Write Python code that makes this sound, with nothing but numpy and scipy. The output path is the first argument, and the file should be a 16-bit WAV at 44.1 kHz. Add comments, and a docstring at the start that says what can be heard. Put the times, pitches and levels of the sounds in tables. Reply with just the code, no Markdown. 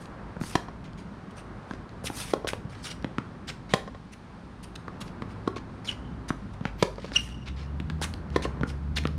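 """An outdoor hard court, close to a tennis player who strikes six balls. Each hit layers the thump of the
string bed, the ring of frame, strings and ball, and a crack; the windscreens throw it back. Between strokes
soles and ball slap the court, and shoes scuff and squeak on its gritty paint. Underneath lies a bed of distant
traffic and air with the low hum of a far idling engine; near the end a far engine pulls away and changes gear."""
import sys
import numpy as np
from scipy import signal
from scipy.fft import rfft, irfft, next_fast_len
from scipy.io import wavfile
from scipy.ndimage import uniform_filter1d, map_coordinates

SR = 44100
rng = np.random.default_rng(int(sys.argv[2]) if len(sys.argv) > 2 else 0)


def inscribe(sig):
    """Save sig as 16-bit PCM at rate SR to the path in sys.argv[1].

    A 1-D sig is mono; a 2-D sig holds one channel per row.
    Samples are clipped to [-1, 1] before scaling.
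    """
    pcm = np.round(np.clip(np.atleast_2d(sig).T, -1, 1) * 32767)
    wavfile.write(sys.argv[1], SR, pcm.astype(np.int16))


N = 404838

# racket hits: (time [s], thump [dB], thump pitch [Hz], recoil [dB], frame [dB], strings [dB],
# string pitch [Hz], pock [dB], ping [dB], crack [dB],
# near echo delay [s], near echo send [dB], far echo delay [s], far echo send [dB])
STROKES = [(0.5536, -17.5, 263, -23.5, -22, -26, 980, -30.5, -33.5, -24.5, 0.13, -19, 0.18, -34),
           (2.335, -17, 420, -34, -27, -27.5, 1043, -35.5, -41, -31.5, 0.11, -10.5, 0.16, -28),
           (3.7365, -18.5, 484, -19.5, -24, -19.5, 1020, -24, -27.5, -21, .139, -20.5, 0.21, -24.5),
           (5.4753, -19, 318, -39, -32.5, -26, 1072, -48, -45, -37.5, 0.088, -11.5, 0.22, -26),
           (6.825, -16, 438, -19, -35.5, -21, 985, -35, -28, -23, .156, -19, .218, -18.5),
           (8.3603, -16.5, 383, -28.5, -29.5, -24.5, 998, -28.5, -40.5, -29.5, .091, -7.5, 0.21, -25)]
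# ring of the frame, the air in the squashed ball, the upper strings: (pitch [Hz], level [dB], t60 [s])
FRAME_MODES = [(745, 0, .019), (900, -4, .015)]
HOLLOW_MODES = [(1615, -6, 0.011), (1781, 1, 0.016), (1900, -2.5, 0.018)]
PING_MODES = [(2350, -7, .018), (3250, -4, .015), (4000, 3, .007), (4850, -2, .008)]
# main ring of the strings: (multiple of the string pitch, level [dB], t60 [s])
STRING_MODES = [(1, 0, .02), (1.22, -4, .014)]
# the ball landing: (time [s], thud [dB], pock [dB], click [dB], pitch [ratio])
BOUNCES = [(1.7105, -32, -35, -42.5, 1.01), (3.1837, -23, -28.5, -33, 1.02), (4.881, -39, -33.5, -47, 1.02),
           (5.2213, -33, -34, -38.5, 1.03), (6.3047, -21.5, -28.5, -33, 1), (7.9, -31.5, -39, -37.5, 1.35),
           (8.6337, -22, -24.5, -40, 1.04), (9.0534, -23, -25, -33.5, 1.03)]
# footfalls: (time [s], thud [dB], knock [dB], click [dB], half the contact time [s])
STEPS = [(.3668, -35, -36, -55, 0.0021), (.413, -26, -29, -45, 0.0023), (0.4373, -37, -38, -45, 0.002),
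         (1.736, -36, -41, -49, 0.0014), (2.042, -34, -35, -50, .002), (2.101, -31, -32, -52, 0.0014),
         (2.472, -33, -31, -32, 0.00085), (2.5336, -34, -27, -30, .0011), (2.651, -29.5, -44, -57, 0.0024),
         (3.0451, -23.5, -33, -34, .0016), (6.61, -27.5, -41, -52, 0.0021),
         (6.654, -25, -27.5, -31.5, .0021), (7.119, -36.5, -37.5, -42, .0014),
         (7.801, -29, -43.5, -38.5, 0.0016), (8.016, -37, -30, -45, .0013), (8.611, -25, -34, -46, 0.0022)]
# pock of a bouncing ball, dull knock of a shoe: (pitch [Hz], level [dB], t60 [s])
BALL_MODES = [(427, -4, 0.018), (780, -12.5, 0.015), (1100, -1, 0.015), (1273, 0, 0.017),
              (1614, -11, 0.015)]
SOLE_MODES = [(314, -1, 0.01), (536, 1, 0.013), (865, -1, 0.011), (1375, -2, 0.0078)]
# grit snapping underfoot: (time [s], level [dB])
TICKS = [(.057, -51), (0.843, -58), (.933, -56), (1.893, -55), (3.025, -54), (5.081, -51), (6.958, -53.5),
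         (7.485, -50), (8.1387, -40), (8.303, -53.5), (9.038, -43), (9.0721, -37)]
# EQ of the string crack, a landing's click and a snapping grain: (frequency [Hz], gain [dB])
CRACK_EQ = [(200, -7), (900, 10), (1900, -0.5), (2600, -2), (3700, -1), (5200, -3.5), (7500, -12),
            (10000, -15), (15500, -38)]
CLICK_EQ = [(150, -18), (600, 3), (1800, 1.5), (3200, -1.5), (4600, -10.5), (6000, -15), (9000, -26),
            (15500, -43)]
GRAIN_EQ = [(300, -22), (1500, 0), (3000, 3.5), (4800, 1.5), (7000, -11.5), (10000, -14.5), (15500, -40)]
# shoe slides: (touch-down [s], hardest push [s], length [s], rasp fader [dB], hiss fader [dB])
SCUFFS = [(0, 0.02, .15, -59, -60), (0.402, 0.493, 0.2, -47.5, -47.5), (.84, 0.85, .09, -52, -66),
          (.975, 0.992, .09, -54, -61), (1.308, 1.311, 0.022, -52, -57), (1.357, 1.389, 0.068, -50, -55.5),
          (1.618, 1.73, 0.13, -58.5, -66), (2.037, 2.068, 0.048, -36, -36), (2.111, 2.213, .16, -41, -40),
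          (2.25, 2.302, 0.098, -45.5, -47.5), (2.474, 2.487, 0.06, -35, -37),
          (2.694, 2.743, 0.34, -54, -63), (2.82, 2.867, 0.065, -36.5, -40.5),
          (2.9, 2.914, .045, -40.5, -47.5), (3.472, 3.496, 0.05, -37, -44),
          (4.118, 4.135, 0.033, -49.5, -52.5), (4.628, 4.641, 0.043, -48, -50),
          (4.753, 4.759, .017, -40.5, -48), (5.004, 5.018, 0.04, -40.5, -45),
          (5.04, 5.075, 0.063, -55, -65), (5.28, 5.315, 0.064, -55.5, -65),
          (5.558, 5.57, 0.046, -44.5, -58), (5.845, 5.893, 0.096, -38, -46.5),
          (6.281, 6.293, .02, -39, -42.5), (6.53, 6.54, 0.047, -60, -66), (6.626, 6.67, 0.1, -50.5, -73),
          (6.994, 7.056, 0.2, -50.5, -64.5), (7.114, 7.165, 0.069, -35, -46.5),
          (7.182, 7.242, 0.24, -51.5, -53), (7.458, 7.481, 0.07, -45, -65), (7.562, 7.599, 0.17, -49, -68),
          (8.013, 8.039, 0.054, -34, -36), (8.421, 8.438, 0.055, -37, -46),
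          (8.657, 8.698, 0.056, -45.5, -51), (8.954, 8.978, 0.034, -30, -38)]
# EQ of dragging rubber, grit under the sole and fine sand: (frequency [Hz], gain [dB])
RASP_EQ = [(60, -42), (250, -2), (800, -3), (1600, 1.9), (2400, 1.4), (3500, -1), (5000, -4), (7000, -15),
           (12000, -45), (16000, -43)]
HISS_EQ = [(500, -40), (2500, -22), (4800, -2), (6200, 1), (7500, -4.5), (9000, 1), (11000, -13.5),
           (15500, -27)]
SIZZLE_EQ = [(3000, -55), (7500, -15), (9000, 7.5), (11500, 1), (13500, -7), (15500, -18)]
# rubber chirps: (time [s], level [dB], half length [s], pitch [Hz], glide [octaves/s],
# roughness [0-1], overtone [dB])
SQUEAKS = [(5.893, -25.5, .0095, 3044, -3.5, .7, -28), (6.803, -63, 0.018, 12300, 3, .2, -40),
           (7.166, -15, 0.0056, 2841, -1.3, .35, -10.5)]
# a squeak's echoes off the fences: (delay [s], level [dB])
FENCE_ECHOES = [(.03, -25), (.054, -31), (.16, -34), (.215, -43), (.25, -43), (.419, -46)]
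# EQ of windscreen echo, squeak tail, near scatter and court tail: (frequency [Hz], gain [dB])
SCREEN_EQ = [(100, 1), (350, 0), (1100, 3), (2500, -10.5), (6000, -7.5), (15000, -33)]
SQUEAK_TAIL_EQ = [(3000, 6.5), (6000, 2), (9000, -15)]
SCATTER_EQ = [(100, -7), (450, 5), (1100, 3.5), (3000, 0), (8000, 3), (15000, 6.5)]
COURT_TAIL_EQ = [(100, -7.5), (500, -1), (800, -4), (1050, -1.5), (1500, -5), (2800, 3), (6000, -3.5),
                 (15000, -8.5)]
# decay of the court's tail: (frequency [Hz], t60 [s])
COURT_DECAY = [(100, 0.083), (400, 0.43), (1000, 0.43), (3000, 0.22), (6000, 0.44), (12000, 0.31)]
# exhaust tones: (multiple of the firing rate, level [dB])
EXHAUST_TONES = [(1, 3.5), (2, -2), (3, -24.5), (4, -25)]
# swell of the distant roads: (time [s], rumble fader [dB], tyre fader [dB])
ROAD_FADERS = [(0.0, -49.5, -50), (3.71, -48, -52.5), (4.27, -53, -55.5), (5.16, -47, -50),
               (7.52, -48.5, -55), (8.46, -45, -49), (9.18, -48, -55)]
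# EQ of turbulent exhaust gas, road rumble, tyre noise and open air: (frequency [Hz], gain [dB])
ROAR_EQ = [(30, -36), (48, -16), (66, -2), (100, -5), (200, -12.5), (400, -34.5), (1500, -71)]
RUMBLE_EQ = [(20, -9), (33, -12), (50, 9.5), (72, 4), (110, 2.5), (180, 6.5), (250, 2), (400, -11.5),
             (800, -56), (3000, -75)]
TYRE_EQ = [(30, -35), (150, -17.5), (350, 2.5), (650, -2), (1050, -1), (1600, -6.5), (2400, -18),
           (5000, -50), (11000, -59)]
AIR_EQ = [(200, -67), (1200, 6.5), (2600, 4.5), (4500, 0.5), (7500, -11), (9200, -9.5), (11000, -23),
          (15500, -36)]
# swell of the low hum and of a fainter, higher drone: (time [s], level [dB])
HUM_FADER = [(0, -55), (2.7, -47.5), (4.3, -58), (5.5, -42), (6.5, -52), (9.18, -70)]
DRONE_FADER = [(0, -61), (5.4, -66), (5.7, -51), (6.3, -49), (6.6, -75)]


def strokes():
    """The ball sinks into the strings: thump, short ring and crack. 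Returns dry hits and echo send."""
    direct, echo_send = np.zeros((2, N))
    t = np.arange(SR // 8) / SR
    for (s, thump_db, thump_hz, recoil_db, frame_db, string_db, string_hz, pock_db, ping_db, crack_db,
         near_s, near_db, far_s, far_db) in STROKES:
        # the string bed swings while the ball is on it, then the frame recoils
        hit = amp(thump_db) * burst(swing(t, thump_hz, peak_s=0.00308, width_s=0.0018))
        hit += amp(recoil_db) * burst(swing(t, hz=179, peak_s=0.00493, width_s=0.0045))
        # where the ball meets the racket decides how much each part rings
        strings = [(k * string_hz, db, t60) for k, db, t60 in STRING_MODES]
        for modes, db in ((FRAME_MODES, frame_db), (strings, string_db),
                          (HOLLOW_MODES, pock_db), (PING_MODES, ping_db)):
            hit += amp(db) * burst(ring(modes, t, detune=0.026, scatter_db=1) * onset(t, 0.0037))
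        # the crack builds as the ball flattens
        snap = (fade(t, 0.028) + 0.043 * fade(t, 0.075)) * onset(t, 0.00096)
        hit += amp(crack_db) * burst(coloured(rng.standard_normal(len(t)) * snap, CRACK_EQ))
        add(direct, s, hit)
        add(echo_send, s + near_s, amp(near_db) * hit)
        add(echo_send, s + far_s, amp(far_db) * hit)
    return direct, echo_send


def swing(t, hz, peak_s, width_s):
    """The body of a hit: the racket flexes in a brief swing that swells and dies."""
    return np.cos(2 * np.pi * hz * (t - peak_s)) * bell(t, peak_s, width_s) * onset(t, 0.00033)


def bounces():
    """The ball thuds on the court and rings with a pock whose pitch shifts with the squash."""
    out = np.zeros(N)
    for s, thud_db, pock_db, click_db, pitch in BOUNCES:
        modes = [(hz * pitch, db, t60) for hz, db, t60 in BALL_MODES]
        add(out, s, landing(modes, thud_db, pock_db, click_db, half_contact_s=0.0016))
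    return out


def steps():
    """A heel lands with a round thud, a flat sole with a short contact and a bright slap."""
    out = np.zeros(N)
    for s, thud_db, knock_db, click_db, half_contact_s in STEPS:
        add(out, s, landing(SOLE_MODES, thud_db, knock_db, click_db, half_contact_s))
    return out


def landing(modes, thud_db, pock_db, click_db, half_contact_s):
    """An impact on the hard court: low thud, hollow pock and a sharp click on top."""
    t = np.arange(SR // 10) / SR
    contact = t / half_contact_s - 2.22
    pulse = (1 - 2 * contact ** 2) * np.exp(-contact ** 2)  # radiated pressure: dip, peak, dip
    low_ring = 0.41 * np.sin(2 * np.pi * 140 * (t - 0.0026)) * fade(t, 0.056)
    thud = (pulse + low_ring) * onset(t, 0.00067)
    pock = ring(modes, t, detune=0.048, scatter_db=4.5) * onset(t, 0.00043)
    click = coloured(rng.standard_normal(len(t)) * (fade(t, 0.0032) + 0.14 * fade(t, 0.036)), CLICK_EQ)
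    return amp(thud_db) * burst(thud) + amp(pock_db) * burst(pock) + amp(click_db) * burst(click)


def scuffs():
    """A sole drags over sandy paint: countless tiny slips darken as it slows and die with the push."""
    rasp_power, hiss_power, sizzle_power, tread = np.zeros((4, N))
    t = np.arange(SR // 2) / SR
    # the same texture gives a brief rasping swish around each racket hit, tucked under the crack
    swish_s, lead_s, grip_db = 0.091, 0.0073, -38
    swishes = [(s - swish_s / 2, s - lead_s, swish_s, crack_db - 23, crack_db - 37.5)
               for s, *_, crack_db, _, _, _, _ in STROKES]
    for s, push_s, length, rasp_db, hiss_db in SCUFFS + swishes:
        progress = (s + t - push_s) / length  # 0 at the hardest push
        # a light contact skates and sounds bright; one above grip_db chatters
        skating = amp(hiss_db) / np.hypot(amp(hiss_db), amp(rasp_db))
        gripping = amp(rasp_db) / np.hypot(amp(rasp_db), amp(grip_db))
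        add(rasp_power, s, (amp(rasp_db - 0.5) * pressure(t, progress)) ** 2)
        add(tread, s, amp(rasp_db - 1) * gripping * pressure(t, progress) * chatter(progress))
        # the foot is fastest as it touches down, so the bright layers peak early
        add(hiss_power, s, (amp(hiss_db - 1.84) * pressure(t, progress + 0.058)) ** 2)
        add(sizzle_power, s, (amp(hiss_db + 4) * skating ** 3.5 * pressure(t, progress + 0.095)) ** 2)
    judder = amp(2.6 * wobble(210))
    rasp = np.sqrt(rasp_power) * grit(RASP_EQ, judder, grain_db=3.5, patchy_db=3)
    hiss = np.sqrt(hiss_power) * grit(HISS_EQ, np.sqrt(judder), grain_db=1.5, patchy_db=3.5)
    sizzle = np.sqrt(sizzle_power) * grit(SIZZLE_EQ, np.sqrt(judder), grain_db=4.5, patchy_db=3)
    return rasp + tread * unit(judder) + hiss + sizzle


def pressure(t, progress, build_share=0.52):
    """A slide's envelope: the sole takes hold, leans in and lets go."""
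    share = np.where(progress < 0, build_share, 1 - build_share)
    return onset(t, 0.00071) * amp(-18 * (progress / share) ** 2)


def chatter(progress, push_hz=3100, fall_octaves=1.6, breadth_hz=1500):
    """Irregular stick and slip of the tread: a broad resonance that falls as the foot slows."""
    hz = push_hz * 2 ** (-fall_octaves * np.clip(progress, -0.6, 0.4))
    phase = phase_of(hz)
    return unit(wobble(breadth_hz, len(hz)) * np.sin(phase) + wobble(breadth_hz, len(hz)) * np.cos(phase))


def grit(eq, judder, grain_db, patchy_db):
    """Dense slips of uneven size; the tread's resonances shift as the sole rolls."""
    grains = rng.standard_normal(N) * amp(grain_db * wobble(2500))
    bands = signal.stft(grains, nperseg=256)[2]
    resonances = uniform_filter1d(rng.standard_normal(bands.shape), size=3, axis=0)
    resonances = uniform_filter1d(resonances, size=10, axis=1)
    slips = signal.istft(bands * amp(patchy_db * unit(resonances)), nperseg=256)[1][:N]
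    return unit(judder * coloured(slips, eq))


def squeaks():
    """A braking sole sticks and slips thousands of times a second; the fences return the chirp."""
    out, t = np.zeros(N), np.arange(-SR // 20, SR // 20) / SR
    for s, db, half_s, hz, glide, rough, overtone_db in SQUEAKS:
        phase = phase_of(hz * 2 ** (glide * t + 0.1 * rough * wobble(916, len(t))))
        tone = np.sin(phase) + amp(overtone_db) * (np.sin(2 * phase) + amp(-16) * np.sin(3 * phase))
        grip = amp(4.9 * rough * wobble(449, len(t))) * bell(t, 0, half_s)
        chirp = amp(db) * burst(tone * grip)
        add(out, s + t[0], chirp)
        for delay, echo_db in FENCE_ECHOES:
            add(out, s + t[0] + delay, amp(echo_db) * chirp)
    # the piercing tone carries to far fences and comes back in uneven patches
    lag = np.arange(SR) / SR
    tail = rng.standard_normal(SR) * fade(lag, t60=1.3) * onset(lag, 0.069)
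    flicker = unit(amp(5 * wobble(90)))
    return out + amp(-33) * flicker * coloured(reverb(out, tail), SQUEAK_TAIL_EQ)


def ticks():
    """A grain snaps underfoot: a dry click with no body."""
    out, t = np.zeros(N), np.arange(SR // 20) / SR
    for s, db in TICKS:
        snap = rng.standard_normal(len(t)) * fade(t, 0.0059)
        add(out, s, amp(db) * burst(coloured(snap, GRAIN_EQ)))
    return out


def windscreens(send):
    """A dull slapback: slack fabric smears part of each reflection."""
    t = np.arange(SR // 8) / SR
    folds = rng.standard_normal(len(t)) * fade(t, 0.075)
    return coloured(0.82 * send + 0.5 * reverb(send, folds), SCREEN_EQ)


def court(send, near_db, near_t60, far_db):
    """Quick scatter off the fences and a faint tail; the pattern changes as the player moves."""
    out, t, block = np.zeros(N), np.arange(SR) / SR, SR // 2
    for start in range(0, N, block):
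        hz, lag, bands = signal.stft(rng.standard_normal(SR), SR, nperseg=256)
        far = signal.istft(bands * fade(lag, along(COURT_DECAY, hz)[:, None]), SR, nperseg=256)[1][:SR]
        far = coloured(far * onset(t, 0.016), COURT_TAIL_EQ)
        near = coloured(rng.standard_normal(SR) * fade(t, near_t60) * onset(t, 0.009), SCATTER_EQ)
        response = amp(near_db) * near / np.linalg.norm(near) + amp(far_db) * far / np.linalg.norm(far)
        add(out, start / SR, signal.fftconvolve(send[start:start + block], response))
    return out


def engine():
    """A far exhaust idles, blips, pulls away and changes up; the faster it fires, the louder it is."""
    enter_s, blip_s, pull_s, shift_s, clutch_s = 5.85, 6.12, 6.9, 8.2, 0.265
    idle_hz, blip_hz, first_hz_per_s, second_hz_per_s, gear_ratio = 50, 16, 26, 17, 0.77
    idle_db, db_per_octave = -45.5, 21
    t = np.arange(N) / SR
    blip = bell(t, blip_s, 0.13)
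    clutch = np.clip((t - shift_s) / clutch_s, 0, 1)
    first_gear = idle_hz + blip_hz * blip + first_hz_per_s * np.clip(t - pull_s, 0, shift_s - pull_s)
    firing_hz = first_gear * gear_ratio ** clutch
    firing_hz += second_hz_per_s * np.maximum(t - shift_s - clutch_s, 0)
    db = idle_db + db_per_octave * np.log2(firing_hz / idle_hz)
    db -= 12 * bell(t, shift_s, 0.11)  # the throttle closes for the gear change
    db += 1.5 * clutch - 6 * blip  # second gear labours harder; the blip is off load
    fade_in = np.clip((t - enter_s) / 0.086, 0, 1)
    phase = phase_of(firing_hz * (1 + 0.01465 * wobble(14)))
    tones = unit(sum(amp(level + 1.5 * wobble(8.9)) * np.sin(k * phase) for k, level in EXHAUST_TONES))
    return fade_in * amp(db) * (tones + amp(-7.5) * noise(ROAR_EQ))


def traffic(rumble_trim_db=5.5, tyre_trim_db=2):
    """Distant roads swell and ebb: low rumble under a wash of tyre noise."""
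    rumble_db, tyre_db = automation(ROAD_FADERS)
    rumble = amp(rumble_db + rumble_trim_db + 1.35 * wobble(9)) * noise(RUMBLE_EQ)
    tyres = amp(tyre_db + tyre_trim_db + wobble(4.8)) * noise(TYRE_EQ)
    return rumble + tyres


def idle_hum(hum_hz=104.6, drone_hz=255.6):
    """The low hum of a far idling engine and a fainter drone above it, both wavering slightly in pitch."""
    hum = np.sin(phase_of(hum_hz + 1.9 * wobble(3.2)))
    drone = np.sin(phase_of(drone_hz + 3 * wobble(5)))
    hum_db = automation(HUM_FADER)[0] + 1.4 * wobble(3.23)
    return amp(hum_db) * hum + amp(automation(DRONE_FADER)[0]) * drone


def air(db=-62.5):
    """Open air: a faint, nearly steady hiss."""
    return amp(db + 0.6 * wobble(5.6)) * noise(AIR_EQ)


def amp(db):
    """Decibels to gain."""
    return 10 ** (np.asarray(db) / 20)


def unit(x):
    """Scale to rms 1."""
    return x / np.sqrt(np.mean(x ** 2) + 1e-20)


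def burst(x):
    """Scale a short sound so that its loudest 6 ms have rms 1."""
    return x / np.sqrt(uniform_filter1d(x ** 2, size=264, mode="constant").max() + 1e-20)


def along(points, hz):
    """Read (frequency [Hz], value) points on a log axis."""
    knots, values = np.transpose(points)
    return np.interp(np.log(hz + 1), np.log(knots + 1), values)


def automation(rows):
    """One per-sample curve for each column after the time."""
    times, *columns = np.transpose(rows)
    return [np.interp(np.arange(N) / SR, times, column) for column in columns]


def wobble(rate, size=N):
    """A smooth random curve, rate knots a second."""
    knots = rng.standard_normal(int(size * rate / SR) + 4)
    return map_coordinates(knots, [np.arange(size) * rate / SR], mode="nearest")


def coloured(x, eq, size=4096):
    """Minimum-phase EQ through (frequency [Hz], gain [dB]) points."""
    cepstrum = irfft(np.log(amp(along(eq, np.fft.rfftfreq(size, 1 / SR)))))
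    cepstrum[1:size // 2] *= 2
    cepstrum[size // 2:] = 0
    return signal.fftconvolve(x, irfft(np.exp(rfft(cepstrum))))[:len(x)]


def noise(eq):
    """Coloured noise of rms 1."""
    return unit(coloured(rng.standard_normal(N), eq))


def reverb(x, tail):
    """Convolve with a tail scaled to unit energy."""
    return signal.fftconvolve(x, tail / np.linalg.norm(tail))[:N]


def add(track, s, sound):
    """Mix a sound into the track from second s on."""
    start = max(round(s * SR), 0)
    part = track[start:start + len(sound)]
    part += sound[:len(part)]


def onset(t, attack_s):
    """A soft attack, as felt or rubber takes up the load."""
    return 1 - np.exp(-t / attack_s)


def fade(t, t60):
    """Exponential decay, 60 dB in t60."""
    return np.exp(-np.log(1000) * t / t60)


def bell(t, peak_s, width_s):
    """A smooth swell and fall."""
    return np.exp(-((t - peak_s) / width_s) ** 2)


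def phase_of(hz):
    """Running phase of a moving pitch."""
    return 2 * np.pi * np.cumsum(hz) / SR


def ring(modes, t, detune, scatter_db):
    """Damped modes; every hit shifts their pitches and strengths a little."""
    return sum(amp(db + scatter_db * rng.normal()) * fade(t, t60)
               * np.sin(2 * np.pi * hz * np.exp(detune * rng.normal()) * t) for hz, db, t60 in modes)


def scene():
    """The play up front, the court's reflections behind it, the bed below; both channels alike."""
    racket, echo_send = strokes()
    slapback = windscreens(echo_send)
    play = racket + bounces() + steps() + ticks() + scuffs()
    chirps = squeaks()
    space = court(play + amp(-3) * chirps, near_db=-10, near_t60=0.27, far_db=-22.5)
    bed = traffic() + air() + idle_hum() + engine()
    mix = play + chirps + slapback + space + bed
    return np.array([mix, mix])


def record(dry):
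    """A brick-wall high cut takes off the very top."""
    top_hz, size = 15800, next_fast_len(N + SR // 2)
    passband = np.fft.rfftfreq(size, 1 / SR) < top_hz
    return irfft(rfft(dry, size) * passband, size)[:, :N]


dry = scene()
out = record(dry)
inscribe(out)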